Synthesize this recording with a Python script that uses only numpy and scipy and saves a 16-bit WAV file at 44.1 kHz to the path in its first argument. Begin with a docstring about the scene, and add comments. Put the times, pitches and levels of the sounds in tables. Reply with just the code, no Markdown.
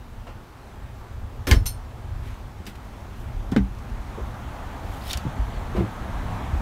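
"""Cabin slam and steps on deck

Inside a small fibreglass boat cabin a cupboard door with a metal latch slams shut; then someone climbs out
on deck, shoes knocking and scuffing on the hollow shell, while road rumble and roar grow through the open
doorway. Panels, latch and hull are sums of dying sines; road, scuffs and cracks are shaped noise."""
import sys
import numpy as np
from scipy import signal
from scipy.fft import rfft, irfft
from scipy.io import wavfile
from scipy.ndimage import uniform_filter1d

SR = 44100
rng = np.random.default_rng(int(sys.argv[2]) if len(sys.argv) > 2 else 0)


def invert_db(level):
    """Linear amplitude ratio for a level in decibels (20 dB per decade), elementwise."""
    return 10 ** (np.asarray(level, dtype=float) / 20)


def persist_wave(psi):
    """Save psi, clipped to +-1, as 16-bit WAV."""
    counts = np.round(np.clip(psi, -1, 1) * 32767).astype(np.int16)
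    wavfile.write(sys.argv[1], SR, np.atleast_2d(counts).T)


N = 291501  # samples

# balance of road colour over time, mostly rising: time_s, open_air_share (0-1)
OPEN_AIR = [(0, 0.15), (1.4, 0.25), (2.3, 0.36), (2.55, 0.24), (3.0, 0.42), (3.35, 0.41), (3.7, 0.34),
            (4.1, 0.64), (5.0, 0.78), (5.9, 0.86), (6.61, 1)]
# heavy low thumps of the hull: start_s, peak_db, settled_pitch_hz, t60_s
HULL_THUMPS = [(1.483, -24, 78, 0.12), (1.515, -5, 51.5, 0.063), (1.526, -14.5, 51, 0.058),
               (1.563, -15, 42.3, 0.11), (1.604, -39, 65.5, 0.11), (1.648, -25.5, 35, 0.21),
               (3.339, -24.5, 37.5, 0.86), (3.602, -16.5, 55, 0.23), (4.214, -21.5, 56, 0.21),
               (5.154, -18.5, 59.4, 0.1), (5.391, -16.5, 52.4, 0.18), (5.759, -22, 68.4, 0.15),
               (6.117, -28, 47.8, 1), (6.53, -15.5, 66.6, 0.17)]


def evened(x):
    """Scales to rms 1."""
    return x / np.sqrt(np.mean(x ** 2) + 1e-20)


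def read(points, hz):
    """Reads a spectrum on a log-frequency axis."""
    f, value = np.transpose(points)
    return np.interp(np.log(hz + 1), np.log(f + 1), value)


def open_air_share(t):
    """Share of the open-air road colour at time t, 0-1."""
    return np.interp(t, *np.transpose(OPEN_AIR))


def add(mix, start_s, sound):
    """Mixes a sound in at start_s."""
    part = mix[round(start_s * SR):][:len(sound)]
    part += sound[:len(part)]


def noise(field_db, size):
    """Random short-time spectra under a level field over (Hz, s)."""
    hz = np.fft.rfftfreq(size, 1 / SR)
    t = np.arange(4 * N // size + 5) * size / 4 / SR
    real, imag = rng.standard_normal((len(t), len(hz), 2)).T
    spectra = (real + 1j * imag) * invert_db(field_db(hz[:, None], t))
    return signal.istft(spectra, nperseg=size, noverlap=3 * size // 4)[1][:N]


def rings(modes, weights, seconds, stiffen=0):
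    """Sum of dying sines; a hard blow stiffens the panel, so the pitch starts high and drops."""
    hz, db, t60_s = np.transpose(modes)[:, :, None]
    t = np.arange(round(seconds * SR)) / SR
    bent_t = t + stiffen * 0.01096 * (1 - np.exp(-t / 0.0094))
    return (weights * invert_db(db - 60 * t / t60_s) * np.sin(2 * np.pi * hz * bent_t)).sum(0)


def road():
    """Road roar: noise opening from the cabin's colour to the open air's, with random patches."""
    # road noise deep in the cabin and out on deck: pitch_hz, relative_level_db (per Hz)
    inside = [(76, -36), (130, 2), (172, -20), (224, 5), (274, -12.5), (349, -4), (501, -9.5), (625, -10),
              (765, -9), (846, -8), (1060, -12), (1170, -11.5), (1580, -16), (1860, -18.5), (16000, -39.5)]
    outside = [(76, -50), (130, -9), (179, 1.5), (285, -7), (453, -14.5), (613, -8), (796, -6),
               (1080, -8.5), (2830, -25), (3530, -26), (4880, -35), (6210, -33.5), (10500, -41),
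               (13600, -45), (16000, -49)]
    inside_db, outside_db, patch_db = -46.5, -32.5, 1.0

    def per_hz(points, total_db, hz):
        shape = read(points, hz)
        return shape + total_db - 10 * np.log10(np.sum(invert_db(2 * shape)))

    def field_db(hz, t):
        out = open_air_share(t)
        patches = rng.standard_normal((len(t), len(hz)))
        patches = uniform_filter1d(uniform_filter1d(patches, 14, 0), 12, 1)
        colour = (1 - out) * per_hz(inside, inside_db, hz) + out * per_hz(outside, outside_db, hz)
        return colour + patch_db * evened(patches).T

    return noise(field_db, size=1024)


def rumble():
    """Low road rumble in the hull, louder on deck, wavering, and stirred up by every thump."""
    # rumble spectrum: pitch_hz, relative_level_db (per Hz)
    spectrum = [(8.8, -39), (15, -14.5), (38, 4.5), (80, 1.5), (120, -0.5), (140, -11.5), (172, -56),
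                (200, -19), (260, -19), (440, -120)]
    # slow swells and dips of the rumble: time_s, level_change_db
    swells = [(0, 0.5), (.25, -3), (.55, 1), (1.2, 1), (2.1, 0.5), (2.8, 1.5), (3.3, 1.5), (3.9, -0.5),
              (4.8, 0.5), (5.6, 0), (6.61, 0)]
    cabin_db, deck_db, waver_db = -41.5, -31, 3
    cabin_tilt_db = -2  # per octave: the cabin deepens the rumble
    shudder_db, shudder_rise_s, shudder_t60_s = -15.5, 0.015, 0.92  # level relative to the thump

    t = np.arange(0, N / SR + .02, .01)
    waver = evened(uniform_filter1d(rng.standard_normal(len(t)), size=30))
    level_db = cabin_db + (deck_db - cabin_db) * open_air_share(t)
    level_db = level_db + waver_db * waver + np.interp(t, *np.transpose(swells))
    power = invert_db(2 * level_db)
    for start_s, db, _, _ in HULL_THUMPS:
        after = np.maximum(t - start_s, 0)
        rise = 1 - np.exp(-after / shudder_rise_s)
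        power = power + (rise * invert_db(db + shudder_db - 60 * after / shudder_t60_s)) ** 2

    def field_db(hz, t):
        octaves = np.log2(np.clip(hz, 20, 200) / 55)
        return read(spectrum, hz) + cabin_tilt_db * (1 - open_air_share(t)) * octaves

    steady = evened(noise(field_db, size=4096))
    return steady * np.interp(np.arange(N) / SR, t, np.sqrt(power))


def cracks():
    """Hard contacts: a snap of a few ms, then a diffuse tail coloured by resonances of the hard walls."""
    # start_s, snap_db, snap_hz, tail_db, tail_t60_s
    hits = [(0.268, -39, 1260, -38, 0.3), (1.4692, -24, 2900, -24.5, 0.17), (1.470, -34, 14000, -35, 0.32),
            (1.512, -9, 3900, -16.5, 0.14), (1.657, -28, 7000, -31, 0.15), (2.655, -46, 6000, -50, .1),
            (2.666, -33, 4000, -41, 0.14), (3.517, -36.5, 5500, -40, 0.088),
            (3.5195, -36, 1400, -32.5, 0.17), (3.563, -17.5, 1740, -22.5, 0.1),
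            (3.6964, -62, 5000, -67, 0.037), (3.75, -51, 5000, -63, 0.064), (3.7863, -47, 5930, -50, .05),
            (3.899, -43.5, 2800, -60, .08), (5.079, -37, 13000, -56, .06), (5.097, -32, 4200, -34, .05),
            (5.115, -38, 4500, -47, 0.051), (5.1314, -17, 4500, -30.5, 0.13),
            (5.1732, -24.5, 5550, -39, 0.14), (5.76, -46, 894, -26.5, 0.38)]
    tail_pitch = 0.72  # the tail is duller than its snap
    out, t = np.zeros(N), np.arange(8192) / SR
    hz = np.fft.rfftfreq(8192, 1 / SR)
    for start_s, snap_db, snap_hz, tail_db, t60_s in hits:
        x, y = hz / snap_hz, hz / (tail_pitch * snap_hz)
        white = rng.standard_normal((2, 8192))
        lumps = rng.standard_normal(len(hz))
        resonances = invert_db(2.5 * evened(uniform_filter1d(lumps, 50)))
        snap_colour = x ** 2 / (1 + x ** 4.44)
        tail_colour = resonances * y ** 0.55 / (1 + y ** 2.7)
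        snap, tail = irfft(rfft(white) * [snap_colour, tail_colour])
        snap = evened(snap) * np.exp(-t / .002) * (1 - np.exp(-t / .0003))
        tail = evened(tail) * invert_db(tail_db - 60 * t / t60_s) * (1 - np.exp(-t * 500))
        add(out, start_s, invert_db(snap_db) * snap + tail)
    return out


def latch():
    """Each click builds up over a short rattle; loose parts jangle every mode until a contact stops them."""
    # latch clicks: start_s, level_db, best_struck_hz, spread_octaves, stopped_after_s
    clicks = [(1.469, -25.5, 5400, 0.16, 0.016), (1.483, -36, 11100, 0.42, 0.045),
              (1.544, -33, 5100, .25, .12), (1.547, -43, 9500, .1, .12), (1.66, -25.5, 9000, 1.5, .12)]
    # latch modes: pitch_hz
    mode_hz = [3117, 3682, 4260, 4380, 5333, 6090, 6245, 6730, 7150, 8360, 8592, 9430, 9588, 11390, 11900,
               12880, 13530, 13980, 14945, 15380]
    # for each latch mode: level_db, t60_s
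    mode_ring = [(-21, 0.17), (-22, .1), (-4, 0.18), (-9, 0.2), (-4, 0.18), (2, 0.1), (-15, 0.22),
                 (-22, 0.12), (-11, .12), (-22, .12), (-5.5, 0.19), (-2, 0.12), (-7, 0.2), (2, 0.11),
                 (-26, .15), (-16, 0.21), (-20, 0.07), (-8, .06), (-6, 0.11), (-24, 0.19)]
    rattle_s, stop_s, jangle_db = 0.0069, .003, 3.5
    out, t = np.zeros(N), np.arange(round(.3 * SR)) / SR
    hz = np.array(mode_hz)[:, None]
    modes = np.hstack([hz, mode_ring])
    for start_s, db, best_hz, spread, stopped_s in clicks:
        share = np.exp(-(np.log2(hz / best_hz) / spread) ** 2) * rng.choice([-1, 1], hz.shape)
        wobble = uniform_filter1d(rng.standard_normal((len(hz), len(t))), 160)
        jangle = invert_db(jangle_db * evened(wobble))
        shape = (1 - np.exp(-t / rattle_s)) * np.exp(-np.maximum(t - stopped_s, 0) / stop_s)
        add(out, start_s, invert_db(db) * rings(modes, share * jangle, seconds=.3) * shape)
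    return out


def knocks(modes, blows, stiffen, damping, damping_per_ms):
    """Panel blows: long contact dulls, place struck picks the modes, damping may grow with contact."""
    out, k = np.zeros(N), np.arange(1, len(modes) + 1)[:, None]
    rise = 1 - np.exp(-np.arange(SR // 2) / SR / 0.0016)  # the bending wave takes time to fill the panel
    for start_s, db, contact_ms, place, pitch in blows:
        pole = np.exp(-1000 / SR / max(contact_ms, .02) * np.pi)
        panel = np.array(modes) * [pitch, 1, 1 / max(damping + damping_per_ms * contact_ms, .3)]
        ring = rings(panel, np.sin(np.pi * k * place), seconds=.5, stiffen=stiffen * invert_db(db)) * rise
        dulled = signal.lfilter([(1 - pole) ** 2], [1, -2 * pole, pole * pole], ring)
        add(out, start_s, -invert_db(db) * dulled)
    return out


def door_slam():
    """The cupboard door meets its frame in a run of blows that ring its panel modes."""
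    # door modes before each blow's pitch factor and damping: pitch_hz, relative_level_db, t60_s
    modes = [(98, 2.5, 0.13), (117, 5.5, 0.068), (201.6, -5.5, 0.24), (268, 5, 0.096), (372, -0.5, 0.12),
             (480, 0, 0.087), (540, -9, 0.076), (754, -15, 0.3), (1040, -7.5, 0.18), (1456, -12, 0.27),
             (1710, -17, 0.041), (2080, 3, 0.058), (3030, -20, .1), (3090, -5, 0.054)]
    # start_s, relative_level_db, contact_ms, place (0-1), pitch_factor
    slams = [(1.472, -22, 0.31, 0.081, 0.99), (1.486, -23, 0.22, 0.07, 1),
             (1.506, -22.5, 0.13, 0.187, 0.81), (1.512, -18, 0.051, 0.024, 1),
             (1.528, -19, 0.48, 0.096, 0.89), (1.567, -17, 1.9, 0.215, 1), (1.607, -23.5, 2.5, 0.256, 0.91)]
    return knocks(modes, slams, stiffen=0.36, damping=0.99, damping_per_ms=0)


def thumps():
    """The whole hull gives a few slow swings after the slam and the steps, the hardest starting sharp."""
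    out, t = np.zeros(N), np.arange(SR // 2) / SR
    for start_s, db, hz, t60_s in HULL_THUMPS:
        rise = 1 - np.exp(-t / 0.0085)
        swing = -rings([(hz, 0, t60_s)], rise, seconds=.5, stiffen=1.3 * invert_db(db))
        add(out, start_s, invert_db(db) * swing / abs(swing).max())
    return out


def rubbing(strokes, rasp_db):
    """Bright noise in uneven slips, plus a rasp in three resonances, rasp_db above the plain rub."""
    # rub spectrum: pitch_hz, relative_level_db (per Hz)
    spectrum = [(500, -22), (1000, -21), (2000, -4), (3500, -5.5), (5000, -10.5), (8000, -11), (12500, -13),
                (16000, -17)]
    span_db = 30  # level climbed and lost in a stroke
    rasp_hz, rasp_hz_per_db = 3680, 34  # lowest resonance at -30 dB; it rises with pressure
    pole = np.exp(-np.pi * 650 / SR)
    out = np.zeros(N)
    for peak_s, rise_s, fall_s, peak_db, tilt_db in strokes:
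        t = np.arange(-rise_s, fall_s, 1 / SR)
        db = peak_db - span_db * np.maximum(-t / rise_s, t / fall_s)
        white, slips, grains = rng.standard_normal((3, SR))[:, :len(t)]
        hz = np.fft.rfftfreq(len(t), 1 / SR)
        white = white * invert_db(1.5 * evened(uniform_filter1d(slips, 150)))
        colour_db = read(spectrum, hz) + tilt_db * np.log2((hz + 1) / 4000)
        rub = irfft(rfft(white) * invert_db(colour_db), len(t))
        grit = white * invert_db(5.5 * evened(uniform_filter1d(grains, 90)))
        angle = 2j * np.pi * np.cumsum(rasp_hz + rasp_hz_per_db * (db + 30)) / SR
        rasp = 0
        for ratio, share in [(1, 0.74), (1.25, 0.51), (1.6, .5)]:
            turn = np.exp(ratio * angle)
            shifted = np.roll(grit, round(999 * ratio))
            # shift the gliding resonance to 0 Hz, low-pass, shift back
            low = signal.lfilter([1], [1, -2 * pole, pole * pole], shifted / turn)
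            rasp = rasp + share * (turn * low).real
        edge = np.clip(np.minimum(t + rise_s, fall_s - t) / 0.0058, 0, 1)
        both = evened(evened(rub) + invert_db(rasp_db) * evened(rasp))
        add(out, peak_s - rise_s, both * edge * invert_db(db))
    return out


def brushes():
    """Cloth or shoe brushing past: rubbing noise without rasp."""
    # peak_s, rise_s, fall_s, peak_db, tilt_db (per octave)
    strokes = [(2.275, 0.14, 0.2, -44, -4.5), (2.342, 0.078, 0.13, -45.5, -4.5),
               (2.669, .005, 0.078, -40, -2), (2.758, 0.014, 0.027, -44, -4.5),
               (2.854, 0.036, 0.051, -58, -1), (3.204, 0.17, .2, -59, 1), (4.95, 0.32, 0.26, -51, -0.5),
               (5.77, 0.034, .09, -41, -4)]
    return rubbing(strokes, rasp_db=-np.inf)


def footsteps():
    """Shoes knock on the hollow deck shell; a foot that rests longer damps its modes more."""
    # shell modes before each blow's pitch factor and damping: pitch_hz, relative_level_db, t60_s
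    modes = [(124.6, -8.5, 0.27), (205.4, -2.5, 0.26), (270, -18, 0.12), (292.6, -7.5, 0.26),
             (368, -4.5, 0.13), (423, -13.5, 0.16), (562, -20, 0.052), (610, -43, 0.017), (772, -16, 0.11),
             (1030, -20, 0.041), (1210, -36, 0.066), (1465, -16, 0.067), (2040, -17.5, 0.1)]
    # start_s, relative_level_db, contact_ms, place (0-1), pitch_factor (of the panel underfoot)
    blows = [(2.601, -25.5, 2.1, 0.27, 0.89), (2.672, -23, 1.2, 0.14, 0.99), (3.52, -5, 1.77, 0.35, 0.74),
             (3.5618, -4.5, 0.48, .21, 0.94), (4.175, -22.5, 0.49, .08, 1.14),
             (4.186, -16, 0.72, 0.04, 1.14), (4.193, -25.5, 0.61, 0.06, 1.05),
             (5.252, -9, 1.84, 0.18, 0.75), (5.264, -15, 0.91, 0.28, 0.61), (5.369, -26, 0.72, .2, 1.25),
             (5.748, -15, 0.62, .48, 0.94), (5.780, -14, 0.38, 0.24, 0.88), (5.805, -10.5, 0.53, .5, 0.85),
             (5.83, -24.5, 0.57, 0.18, 1), (6.542, -17.5, 0.76, 0.03, 0.83)]
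    return knocks(modes, blows, stiffen=0.917, damping=0.31, damping_per_ms=1.65)


def drags():
    """A sole dragged over grit: rubbing noise with a strong rasp."""
    # peak_s, rise_s, fall_s, peak_db, tilt_db (per octave)
    strokes = [(5.07, 0.14, .08, -42, 2), (5.116, 0.095, 0.031, -30.5, -.5),
               (5.135, .02, 0.044, -31.5, -4.5), (5.172, 0.012, 0.069, -49, 7),
               (5.53, 0.12, 0.18, -51, -6.5)]
    return rubbing(strokes, rasp_db=4)


def scene():
    """All sources at one microphone."""
    background = road() + rumble()
    contacts = cracks() + latch() + door_slam()
    body = thumps() + footsteps()
    rubs = brushes() + drags()
    return (background + contacts + body + rubs)[None]


def band_limit(x):
    """A steep low-pass at the top of the band."""
    return signal.sosfilt(signal.butter(12, 16980, fs=SR, output="sos"), x)


def record(dry):
    """Overall tone: a notch near 10.5 kHz and a steep cut-off near 17 kHz."""
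    # tone: pitch_hz, gain_db
    tone = [(9000, -0.5), (10000, 1.5), (10500, -5.5), (11000, 1.5), (12000, 2), (15600, 3), (15900, -12),
            (16900, -22), (17100, -80)]
    gain = invert_db(read(tone, np.fft.rfftfreq(N, 1 / SR)))
    heard = irfft(rfft(dry) * gain, N)
    return band_limit(heard)


dry = scene()
out = record(dry)
persist_wave(out)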